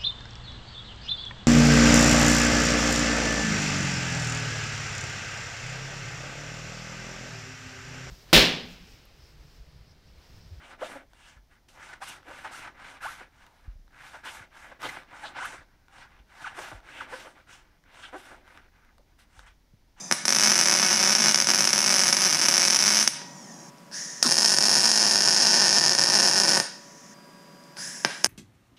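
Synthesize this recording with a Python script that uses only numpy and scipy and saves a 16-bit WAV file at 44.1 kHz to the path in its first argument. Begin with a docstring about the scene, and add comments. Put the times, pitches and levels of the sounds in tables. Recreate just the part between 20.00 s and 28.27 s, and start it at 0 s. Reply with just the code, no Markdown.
"""Gas is already hissing when a wire-feed welder in a metal-walled workshop strikes up and runs a first bead
on steel tubing: the wire dips over a hundred times a second, and each short circuit bursts with a pop.
A thin whistle lingers, the torch lifts and the gas stops; then gas, a puff and a second bead that starts a ring.
The hiss stops again, returns as heard from the third place, and a third arc is struck.
Pops are single impulses coloured by steel and room, gas is filtered noise, and a fan whines throughout."""
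import sys
import numpy as np
from scipy import signal
from scipy.fft import rfft, irfft, next_fast_len
from scipy.io import wavfile
from scipy.ndimage import uniform_filter1d, minimum_filter1d, map_coordinates

SR = 44100
rng = np.random.default_rng(int(sys.argv[2]) if len(sys.argv) > 2 else 0)


def wav_record(signal):
    """Record a signal, one row per channel, as 16-bit PCM in the file named by sys.argv[1]."""
    frames = np.transpose(np.atleast_2d(signal))
    bounded = np.clip(frames, -1, 1)
    # unit amplitude maps onto the largest positive 16-bit level
    quanta = np.round(bounded * 32767).astype(np.int16)
    wavfile.write(sys.argv[1], SR, quanta)


N = 364707
TIME = np.arange(N) / SR
FFT_SIZE = next_fast_len(N + SR)   # spare room for ringing after the end
FREQS = np.maximum(np.arange(FFT_SIZE // 2 + 1) * SR / FFT_SIZE, 1)

# the microphone stands in three places: it is at the second and the third from these times [s]
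SECOND_PLACE_S, THIRD_PLACE_S = 3.8, 7.14

# air noise of the machine's fan, before it is set to FAN_AIR_DB: (frequency [Hz], level [dB])
FAN_COLOUR = [(35, -71), (60, -29), (174, 0), (491, -12.5), (577, -9.5), (875, -15.5), (960, -14.5),
              (1210, -14.5), (1670, -17), (4210, -27), (5060, -20), (5430, -22.5), (15000, -36.5)]
FAN_AIR_DB = -51.5   # rms
# steady tones of the fan: (frequency [Hz], level [dB rms])
FAN_TONES = [(570, -61.5), (974.4, -60), (1136, -66)]
# two more fan tones, heard only from the third place: (frequency [Hz], level [dB rms])
NEAR_FAN_TONES = [(1626, -66), (4872, -62.5)]

# the gas valve: (opens [s], closes [s])
VALVE_TIMES = [(-0.3, 3.695), (3.912, 7.135), (7.76, 8.4)]
# pressure stored in the hose escapes first, as a surge over the steady flow
SURGE_RISE_S, SURGE_FALL_DB_PER_S, VALVE_SHUT_S = 0.019, 38, 0.0054
SURGE_DB, STEADY_DB = -30.5, -52.5   # gain on the hiss, before the level of each place
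# colour of the hiss at the first two places: (frequency [Hz], level [dB])
HISS_COLOUR = [(300, -24), (800, -24), (1350, -13), (1600, -6), (1820, 4.5), (2150, -11.5), (2700, -15),
               (4400, -11.5), (5400, 5), (6800, 4), (7800, -8.5), (10500, -11), (11800, -31), (13800, -26),
               (15000, -40)]
# colour of the hiss at the third place: (frequency [Hz], level [dB])
NEAR_HISS_COLOUR = [(300, -30), (800, -16), (1300, -14), (1650, 5), (1850, 2), (2150, -7.5), (3100, -12),
                    (4500, -11), (5200, 5.5), (6600, 1), (7700, 1), (8600, -7), (10400, -2), (11800, -28),
                    (13600, -19), (15000, -32)]
# the hiss starts flat by this share of its pitch, slides up and brightens
HISS_SAG, HISS_GLIDE_S, HISS_SWELL_S = 0.18, 0.034, 0.021
# the nozzle is lifted off the first bead: (time [s], height [m], change of the hiss [dB])
TORCH_LIFT = [(3.1, .14, -3), (3.33, .143, -2.5), (3.42, .152, 1), (3.46, .164, 1), (3.5, .187, .5),
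              (3.55, .21, 0), (3.7, .215, -1)]
NOZZLE_BOUNCE = 0.64   # share of the hiss that survives a trip to the steel and back
# colour of the low gas flutter: (frequency [Hz], level [dB])
FLUTTER_COLOUR = [(100, -14), (165, 9), (230, 1.5), (330, -7), (450, -19), (620, -8), (850, -3),
                  (1300, -21), (2500, -41)]
# low flutter over the first bead [dB], and flutter that goes with any flow [dB against the hiss gain]
POOL_FLUTTER_DB, FLOW_FLUTTER_DB = -49.5, -18.5
# the gas shield puffs out as the second arc catches, a chirp and a sizzle over a thump:
# (start [s], length [s], start pitch [Hz], end pitch [Hz], width [Hz], level [dB])
GAS_PUFFS = [(4.236, 0.042, 1450, 880, 450, -28.5), (4.228, 0.052, 6000, 4200, 3800, -24.5),
             (4.244, 0.046, 330, 150, 220, -26.5)]
# a whistle lingers after the first bead, with levels before it fades:
# (start [s], end [s], pitch [Hz], level [dB], octave level [dB])
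THIN_WHISTLE = (3.11, 3.43, 946, -48, -50.5)
WHISTLE_FADE_DB_PER_S, WHISTLE_RISE_HZ_PER_S = 25, 14

# the beads: (start [s], end [s], spread of the time from dip to dip [share])
BEADS = [(0.281, 3.034, .09), (4.385, 6.58, .14)]
# how the arc runs along the beads:
# (time [s], share of dips that short [0-1], energy of a pop [dB], dips of the wire [per s])
ARC_COURSE = [(0.3, 0.72, 4.5, 190), (0.5, 0.76, 11.5, 200), (0.7, 0.58, 13.5, 179), (0.95, 0.8, 1.5, 198),
              (1.25, .76, 3, 207), (1.38, 0.48, 7, 184), (1.8, 0.56, 1, 191), (2.05, 0.78, 4, 186),
              (2.35, 0.86, 1, 178), (2.7, 0.76, 6.5, 188), (3.0, 0.72, 3.5, 207), (4.3, .66, 7, 199),
              (4.5, .76, 9, 200), (4.65, 0.74, 10, 202), (5.05, .8, 12, 212), (5.28, 0.67, 9, 196),
              (5.45, 0.93, 4.5, 231), (5.78, 0.96, 7, 185), (6.0, 0.65, 8, 181), (6.2, 0.89, 7, 203),
              (6.55, 0.83, 2, 193)]
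# single pops given their own time: sputters as an arc starts, and pops that end a lull:
# (pop [s], quiet before it [s], energy [dB])
TIMED_POPS = [(0.2916, .008, 7), (0.3046, .005, 7.5), (0.3246, .018, 9), (0.332, .006, 7),
              (0.3483, .015, 9), (0.3857, .012, 9), (0.3968, .01, 10), (0.4082, .01, 9),
              (1.1513, .015, 8.5), (1.345, .015, 11), (1.3757, .013, 9.5), (1.3865, .009, 9),
              (1.4443, .02, 5), (1.471, .026, 8), (1.488, .017, 7.5), (1.6738, .015, 9), (1.7307, .02, 7.5),
              (2.127, .016, 9), (2.168, .016, 8.5), (2.4846, .015, 9.5), (2.7011, .016, 7.5),
              (2.7895, .016, 8), (4.2863, .008, 3), (4.2912, .004, 6.5), (4.2992, .007, 6),
              (4.3097, .009, 8), (4.3166, .006, 7.5), (4.3227, .005, 11.5), (4.333, .008, 4.5),
              (4.3423, .008, 9), (4.3554, .012, 7), (4.3683, .012, 8.5), (4.3801, .011, 9),
              (4.4454, .013, 10.5), (4.566, .02, 8.5), (4.6063, .016, 9.5), (5.98, .02, 5.5),
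              (6.6002, .023, 6.5)]
# cracks and thuds as the arc strikes, spits or breaks, and ticks of metal and torch:
# (time [s], energy [dB], extra low body [dB])
CRACKS_AND_TICKS = [(0.1125, 5.5, 7), (0.124, 10, -0.5), (0.2537, 3.5, -1.5), (0.257, -2, -6),
                    (3.041, -4, -5), (3.0763, 11.5, -3.5), (3.217, -28, 19), (3.783, -32, -5),
                    (3.914, -28, 13), (4.2272, 10, -2), (4.2288, 8, -6), (4.2315, 3, -8), (4.244, 1, -2),
                    (4.2485, 1, 2), (4.256, 2, -4), (4.2625, 8, -2), (4.268, 7.5, -1), (4.2755, 6, 0),
                    (5.043, 6.5, 7), (5.142, -1, 5), (5.278, 0, 11), (6.144, -2, 1), (7.638, -34, -10),
                    (7.769, -24, 16), (8.0486, 1.5, 16.5), (8.2399, -13, -10), (8.2444, 13, 1.5),
                    (8.2603, 8.5, 8)]
DIP_WANDER = 0.05    # slow drift of the beat, as a share
MELT_SPREAD = 0.15   # chance in how soon a drop is ready, in drops
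POP_SPREAD_DB = 1.5  # scale of the chance in a pop's energy
POP_GROWTH_DB = 1.88   # gain per doubling of the time its drop had to grow
# as the torch turns, the nozzle shades the arc more or less: (time [s], treble [dB], low body [dB])
TORCH_SHADE = [(.3, -1.5, -1.5), (1.1, -4, -0.5), (1.6, -2, -1), (3.0, -2.5, -3.5), (4.3, 1, -1.5),
               (5.0, -1, -1), (5.6, -4, -0.5), (6.5, -0.5, 1.5), (8.2, 7, 32)]

# colour of a pop in the first weld: (frequency [Hz], level [dB])
FIRST_POP_COLOUR = [(100, -39), (145, 6), (225, 0.5), (320, -2), (450, -9.5), (800, -4.5), (1500, 0.5),
                    (2400, -5), (3800, -5.5), (4600, -3.5), (5250, 8), (6000, 9), (7100, -3.5), (9000, -8),
                    (10900, -7), (11900, -25.5), (15000, -29)]
# colour of a pop in the later welds: (frequency [Hz], level [dB])
LATER_POP_COLOUR = [(100, -26.5), (150, 2.5), (230, -7.5), (400, -8.5), (900, -3.5), (1150, -8),
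                    (2300, -7.5), (3700, -11), (4500, -2), (5300, 10.5), (6000, 1), (6800, -2), (7300, -8),
                    (10100, -11), (11000, -18), (11800, -25), (15000, -36)]
# resonances of frame and bench at the first place: (frequency [Hz], width [Hz], boost [dB])
FIRST_RESONANCES = [(393, 11, 3), (576, 61, 8), (763, 34, 7.5), (915, 12.5, 10.5), (1230, 15, 5),
                    (1488, 22, 5), (1716, 56, 4), (1936, 38, 7.5), (2200, 73, 7.5), (2566, 76, 7),
                    (2576, 45, 1), (2896, 14, 9), (4770, 17, 8), (13230, 810, 10)]
# the same at the second place: (frequency [Hz], width [Hz], boost [dB])
LATER_RESONANCES = [(310, 110, 3.8), (554, 52, 2.4), (860, 240, 2.4), (1494, 53, 7.5), (1794, 154, 7.5),
                    (6530, 270, 3.6), (9150, 300, 5.1)]
# the same at the third place: (frequency [Hz], width [Hz], boost [dB])
NEAR_RESONANCES = [(298, 80, 4.2), (1610, 130, 11.3), (2380, 130, 1.9), (3050, 220, 4.5), (6100, 480, 5.3),
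                   (10000, 900, 5)]
# where echoes off the bench cancel the pop, first place: (frequency [Hz], width [Hz], cut [dB])
FIRST_DIPS = [(1940, 87, -4), (2670, 100, -16), (2975, 61, -4), (3350, 160, -3), (3635, 150, -3),
              (4340, 130, -8), (6820, 370, -5)]
# the same at the second place: (frequency [Hz], width [Hz], cut [dB])
LATER_DIPS = [(1330, 56, -28), (2054, 180, -22), (2270, 100, -11), (3030, 90, -4), (3480, 220, -5)]
# one ring of the frame grows as the second bead goes on: (time [s], added gain [factor])
FRAME_RING_GROWTH = [(5.1, 0.085), (5.8, 1), (6.6, 0.8)]
RING_HZ, RING_WIDTH_HZ = 1810, 35
# how long the workshop echoes: (frequency [Hz], time to fall by 60 dB [s])
ROOM_DECAY = [(200, 0.02), (1500, 0.54), (5500, 0.6), (12000, 0.15)]
# how loud it echoes: (frequency [Hz], level against the pop sent into the room [dB])
ROOM_LEVEL = [(180, -4.5), (500, -5.5), (1500, -6), (4000, -4), (5500, -12.5), (8000, 0), (12000, -1)]


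def from_db(db):
    """Decibels to gain."""
    return 10 ** (np.asarray(db) / 20)


def rms_one(x):
    """Scale to rms 1."""
    return x / np.sqrt(np.mean(x ** 2) + 1e-20)


def at_time(rows, t=TIME, axis=1):
    """Read one column of a table at any time, with straight lines between its rows."""
    rows = np.array(rows)
    return np.interp(t, rows[:, 0], rows[:, axis])


def at_hz(points, hz=FREQS):
    """Read a spectrum at any frequency, on a log-frequency axis."""
    f, value = np.transpose(points)
    return np.interp(np.log(hz), np.log(f), value)


def filtered(x, response):
    """Pass a sound through a frequency response."""
    return irfft(rfft(x, FFT_SIZE) * response, FFT_SIZE)[:N]


def above(x, hz, order=2):
    """The part of a sound above a frequency."""
    return signal.sosfilt(signal.butter(order, hz, "high", fs=SR, output="sos"), x)


def delayed(x, delay_s):
    """The same sound a little later."""
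    return filtered(x, np.exp(-2j * np.pi * FREQS * delay_s))


def noise(gain):
    """Noise of a given colour, rms 1."""
    return rms_one(filtered(rng.standard_normal(N), gain))


def resonance(hz, width_hz):
    """Response of one resonance, 1 at its peak."""
    return 1 / (1 + 1j * (FREQS ** 2 - hz ** 2) / (FREQS * width_hz))


def causal(spectrum):
    """Minimum-phase response: a sharp front, all ringing afterwards."""
    cepstrum = irfft(np.log(from_db(at_hz(spectrum))), FFT_SIZE)
    cepstrum[1:FFT_SIZE // 2] *= 2
    cepstrum[FFT_SIZE // 2 + 1:] = 0
    return np.exp(rfft(cepstrum))


def clicks(times, sizes):
    """One impulse for each event."""
    samples = np.clip(np.round(times * SR).astype(int), 0, N - 1)
    return np.bincount(samples, sizes, N)


def fan(wander):
    """Rushing air and steady tones; the tones follow the slight wander of the fan's speed."""
    speed = 1 + wander * noise(1 / (1 + (FREQS / 10) ** 2))
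    turns = np.cumsum(speed) / SR

    def tones(table):
        """Sum of sine tones at their rms levels."""
        return sum(from_db(db) * np.sqrt(2) * np.sin(2 * np.pi * hz * turns) for hz, db in table)

    air = from_db(FAN_AIR_DB) * noise(from_db(at_hz(FAN_COLOUR)))
    return air + tones(FAN_TONES) + tones(NEAR_FAN_TONES) * (TIME > THIRD_PLACE_S)


def gas_flow():
    """Each opening gives a surge that sinks to a steady flow until it shuts: gains of (hiss, flutter)."""
    hiss = flowing = 0
    for opens, closes in VALVE_TIMES:
        age = np.maximum(TIME - opens, 0)
        shut_age = np.maximum(TIME - closes, 0)
        gate = (1 - np.exp(-age / SURGE_RISE_S)) * np.exp(-shut_age / VALVE_SHUT_S)
        surge = from_db(SURGE_DB - SURGE_FALL_DB_PER_S * age)
        hiss = hiss + gate * np.hypot(surge, from_db(STEADY_DB))
        flowing = flowing + gate
    pool_flutter = from_db(POOL_FLUTTER_DB) * flowing * (TIME < SECOND_PLACE_S)
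    return hiss, np.hypot(pool_flutter, from_db(FLOW_FLUTTER_DB) * hiss)


def nozzle_hiss(spectrum, split_hz=7800):
    """As gas starts, the nozzle's resonances slide up, and the bright hiss swells later than the hollow part."""
    opens = np.array(VALVE_TIMES)[:, 0]
    age = TIME - opens[np.searchsorted(opens, TIME) - 1]
    pitch = 1 - HISS_SAG * np.exp(-age / HISS_GLIDE_S)
    jet = noise(from_db(at_hz(spectrum)))
    top = filtered(jet, 1 / (1 + (split_hz / FREQS) ** 10))
    # reading the lower part at a changing speed slides its pitch
    hollow = map_coordinates(jet - top, [np.cumsum(pitch)], order=3, mode="mirror")
    hiss = top + hollow
    return hiss - above(hiss, 1900, order=1) * np.exp(-age / HISS_SWELL_S)


def puff(edge_s=0.007):
    """Short puffs of gas at ignition: bands of noise, each gliding down in pitch."""
    out = 0
    for start, length_s, from_hz, to_hz, width_hz, db in GAS_PUFFS:
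        pitch = np.interp(TIME - start, [0, length_s], [1, to_hz / from_hz])
        gate = np.clip(np.minimum(TIME - start, start + length_s - TIME) / edge_s, 0, 1)
        read_s = np.cumsum(pitch * (TIME > start)) / SR
        breath = gate * np.interp(read_s, TIME, noise(resonance(from_hz, width_hz) ** 2))
        # the level holds for the length of the puff, not for the whole sound
        out = out + from_db(db) * rms_one(breath) * np.sqrt(length_s * SR / N)
    return out


def whistle(edge_s=0.03, waver=0.006):
    """A slightly unsteady tone with its octave, creeping up in pitch as it fades."""
    start, end, hz, db, octave_db = THIN_WHISTLE
    age = np.maximum(TIME - start, 0)
    gate = np.clip(np.minimum(age, end - TIME) / edge_s, 0, 1) * from_db(-WHISTLE_FADE_DB_PER_S * age)
    unsteady = 1 + waver * noise(1 / (1 + (FREQS / 20) ** 2))
    phase = 2 * np.pi * np.cumsum((hz + WHISTLE_RISE_HZ_PER_S * age) * unsteady) / SR
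    return gate * (from_db(db) * np.sin(phase) + from_db(octave_db) * np.sin(2 * phase))


def gas(first_db, later_db, near_db):
    """Gas hisses and flutters; bouncing between steel and nozzle, it whistles downwards as the torch lifts."""
    hiss = nozzle_hiss(HISS_COLOUR)
    trip_s = 2 * at_time(TORCH_LIFT) / 343   # to the steel and back at the speed of sound
    echo = sum(NOZZLE_BOUNCE ** k * np.interp(TIME - k * trip_s, TIME, hiss) for k in (1, 2, 3))
    lift_db = at_time(TORCH_LIFT, axis=2) * (TIME > TORCH_LIFT[0][0])
    first = from_db(first_db + lift_db) * (hiss + echo)
    later = from_db(later_db) * hiss
    near = from_db(near_db) * nozzle_hiss(NEAR_HISS_COLOUR)
    hiss = np.select([TIME < SECOND_PLACE_S, TIME < THIRD_PLACE_S], [first, later], near)
    hiss_gain, flutter_gain = gas_flow()
    flutter = flutter_gain * noise(from_db(at_hz(FLUTTER_COLOUR)))
    return hiss_gain * hiss + flutter + puff() + whistle()


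def workshop(x, build_s):
    """A diffuse tail that builds up from the walls and dies band by band."""
    t, tail = TIME[:SR], np.zeros(SR)
    edges = np.geomspace(90, 17000, 13)
    for low, high in zip(edges, edges[1:]):
        hz = np.sqrt(low * high)
        band_pass = signal.butter(2, [low, high], "band", fs=SR, output="sos")
        band = signal.sosfilt(band_pass, rng.standard_normal(SR))
        band *= from_db(-60 * t / at_hz(ROOM_DECAY, hz)) * (1 - np.exp(-(t / build_s) ** 2))
        share = np.sqrt(2 * (high - low) / SR)   # wider bands carry more energy
        tail += band / np.linalg.norm(band) * share * from_db(at_hz(ROOM_LEVEL, hz))
    return signal.oaconvolve(x, tail)[:N]


def scatter(x, pops, level_db, delay_s, decay_s, fresh, count=251, size=128):
    """Near reflections: part of their random pattern stays, a share is drawn anew for each pop."""
    t = TIME[:SR // 25]
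    shape = (t > delay_s) * np.exp(-t / decay_s)
    lasting = np.sqrt(1 - fresh) * rng.standard_normal(len(t))
    new = np.sqrt(fresh) * rng.standard_normal((count, len(t)))
    echoes = shape * (lasting + new)
    echoes /= np.linalg.norm(echoes, axis=1, keepdims=True)
    # cut the sound just ahead of each pop and pick a pattern for each piece
    edges = np.unique(np.r_[0, (pops[:, 0] - 0.001) * SR, N].astype(int))
    out = np.zeros(N + len(t))
    for start, end in zip(edges, edges[1:]):
        pattern = echoes[start // size % count]
        out[start:end + len(t) - 1] += signal.fftconvolve(x[start:end], pattern)
    return from_db(level_db) * out[:N]


def ring(x, spectrum, modes):
    """Give impulses the colour of a pop and the peaks and notches of the steel, keeping their energy."""
    response = causal(spectrum)
    for hz, width_hz, db in modes:
        response = response * (1 + (from_db(db) - 1) * resonance(hz, width_hz))
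    return filtered(x, response / np.sqrt(np.mean(np.abs(response) ** 2)))


def smear(x, hz, width_hz):
    """Around the main resonance the sound arrives a little late, so that a pop swells for a few cycles."""
    return filtered(x, (2 * resonance(hz, width_hz) - 1) ** 2)


def dip_times(start, jitter, count=700, size=10):
    """The wire dips at a loose beat that drifts as the hand moves."""
    chance, drift = rng.standard_normal((2, count))
    beats = np.exp(jitter * chance + DIP_WANDER * rms_one(uniform_filter1d(drift, size)))
    dips = np.cumsum(at_time(ARC_COURSE, axis=3)) / SR
    dip_counts = np.interp(start, TIME, dips) + np.cumsum(beats) - beats[0]
    return np.interp(dip_counts, dips, TIME)


def short_circuits():
    """A dip shorts only when a drop is ready; a drop that grew longer pops louder: (time [s], energy [dB])."""
    rows = [(s, db) for s, quiet_s, db in TIMED_POPS]
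    for start, end, jitter in BEADS:
        s = dip_times(start, jitter)
        dips_per_s = at_time(ARC_COURSE, s, axis=3)
        melted = np.cumsum(at_time(ARC_COURSE, s)) + MELT_SPREAD * rng.standard_normal(len(s))
        drops = np.maximum.accumulate(np.floor(melted))
        shorts = (np.diff(drops, prepend=-np.inf) > 0) & (s < end)
        for pop_s, quiet_s, _ in TIMED_POPS:   # no other short just before or after a timed pop
            shorts &= (s < pop_s - quiet_s) | (s > pop_s + 0.5 / dips_per_s)
        db = at_time(ARC_COURSE, s, axis=2)
        db = db + POP_SPREAD_DB * (np.euler_gamma - rng.gumbel(size=len(s)))
        # growing time of each drop, counted in dips
        grown = np.clip(np.diff(s[shorts], prepend=0) * dips_per_s[shorts], 0.5, 2.5)
        rows += zip(s[shorts], db[shorts] + POP_GROWTH_DB * np.log2(grown))
    return np.array(sorted(rows))


def bursts(pops, body_spread_db, body_hz):
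    """Pressure impulses of all pops and strikes, each with its own amount of low body."""
    chance = rng.standard_normal(N)[:len(pops)]
    body = at_time(TORCH_SHADE, pops[:, 0], axis=2) + body_spread_db * chance
    events = np.vstack([np.column_stack([pops, body]), CRACKS_AND_TICKS])
    s, energy_db, body_db = events.T
    low_pass = signal.butter(2, body_hz, fs=SR, output="sos")
    # the tiny offset keeps the filter from slowing down in silence
    extra = signal.sosfilt(low_pass, clicks(s, from_db(energy_db) * (from_db(body_db) - 1)) + 1e-18)
    return clicks(s, from_db(energy_db)) + extra


def arc(first_db, later_db, near_db, near_room_db, treble_hz):
    """The crackling arc: bursts of metal drops with their near reflections, ringing steel and the room."""
    pops = short_circuits()
    x = smear(bursts(pops, body_spread_db=1.5, body_hz=3330), hz=5300, width_hz=2400)
    treble = filtered(x, 1 / (1 + (treble_hz / FREQS) ** 10))
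    # the shortest waves reach the microphone mostly by way of the small parts around the torch
    off_parts = scatter(treble, pops, level_db=-0.8, delay_s=0, decay_s=0.002, fresh=0.85)
    glitter = from_db(-7) * treble + off_parts
    x = x - treble + from_db(at_time(TORCH_SHADE)) * delayed(glitter, 0.0003)
    off_torch = scatter(above(x, 1500), pops, level_db=-11, delay_s=0.0003, decay_s=0.0012, fresh=0.9)
    off_bench = scatter(x, pops, level_db=-11.5, delay_s=0.0024, decay_s=0.007, fresh=0.7)
    x = x + off_torch + off_bench
    off_frame = -0.27 * delayed(above(x, 3000), 0.0016)   # one clear echo at the first place

    at_first = TIME < SECOND_PLACE_S
    at_third = TIME >= THIRD_PLACE_S
    first = ring((x + off_frame) * at_first, FIRST_POP_COLOUR, FIRST_RESONANCES + FIRST_DIPS)
    first = from_db(first_db) * first
    later = ring(x * ~at_first * ~at_third, LATER_POP_COLOUR, LATER_RESONANCES + LATER_DIPS)
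    later = from_db(later_db) * later
    later = later + at_time(FRAME_RING_GROWTH) * filtered(later, resonance(RING_HZ, RING_WIDTH_HZ))
    near = from_db(near_db) * ring(x * at_third, LATER_POP_COLOUR, NEAR_RESONANCES)
    room = workshop(first + later + from_db(near_room_db) * near, build_s=0.0041)
    return first + later + near + room


def scene():
    """Arc, gas and fan at one microphone."""
    crackling = arc(first_db=0.2, later_db=0.8, near_db=0.8, near_room_db=1.0, treble_hz=7300)
    hissing = gas(first_db=1.5, later_db=0.5, near_db=-1.0)
    background = fan(wander=0.001)
    return (crackling + hissing + background)[None]


def gain_control(x, threshold_db, release_db_per_s, attack_s, size=1201):
    """The recorder turns down just after a loud pop, holds for a moment (size, in samples) and recovers."""
    over_db = np.maximum(20 * np.log10(np.abs(x) + 1e-9) - threshold_db, 0)
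    over_db = -minimum_filter1d(-over_db, size, origin=size // 2)   # hold the highest value
    release_db = release_db_per_s * TIME
    held_db = np.maximum.accumulate(over_db + release_db, axis=-1) - release_db
    keep = np.exp(-1 / (attack_s * SR))
    return x * from_db(-signal.lfilter([1 - keep], [1, -keep], held_db))


def record(dry, low_cut_hz=118, floor_db=-79, top_cut_hz=15500):
    """The bass is cut down to a faint floor, loud pops duck the gain, tall peaks are rounded, the top is cut."""
    floor = from_db(floor_db) * noise(1 / (1 + (FREQS / low_cut_hz) ** 2))
    x = above(dry, low_cut_hz, order=12) + floor
    x = gain_control(x, threshold_db=-5.5, release_db_per_s=123, attack_s=0.007)
    x = x / (1 + (x / 0.93) ** 6) ** (1 / 6)   # peaks bend towards 0.93
    return signal.sosfilt(signal.ellip(10, 0.1, 90, top_cut_hz, fs=SR, output="sos"), x)


dry = scene()
out = record(dry)
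wav_record(out)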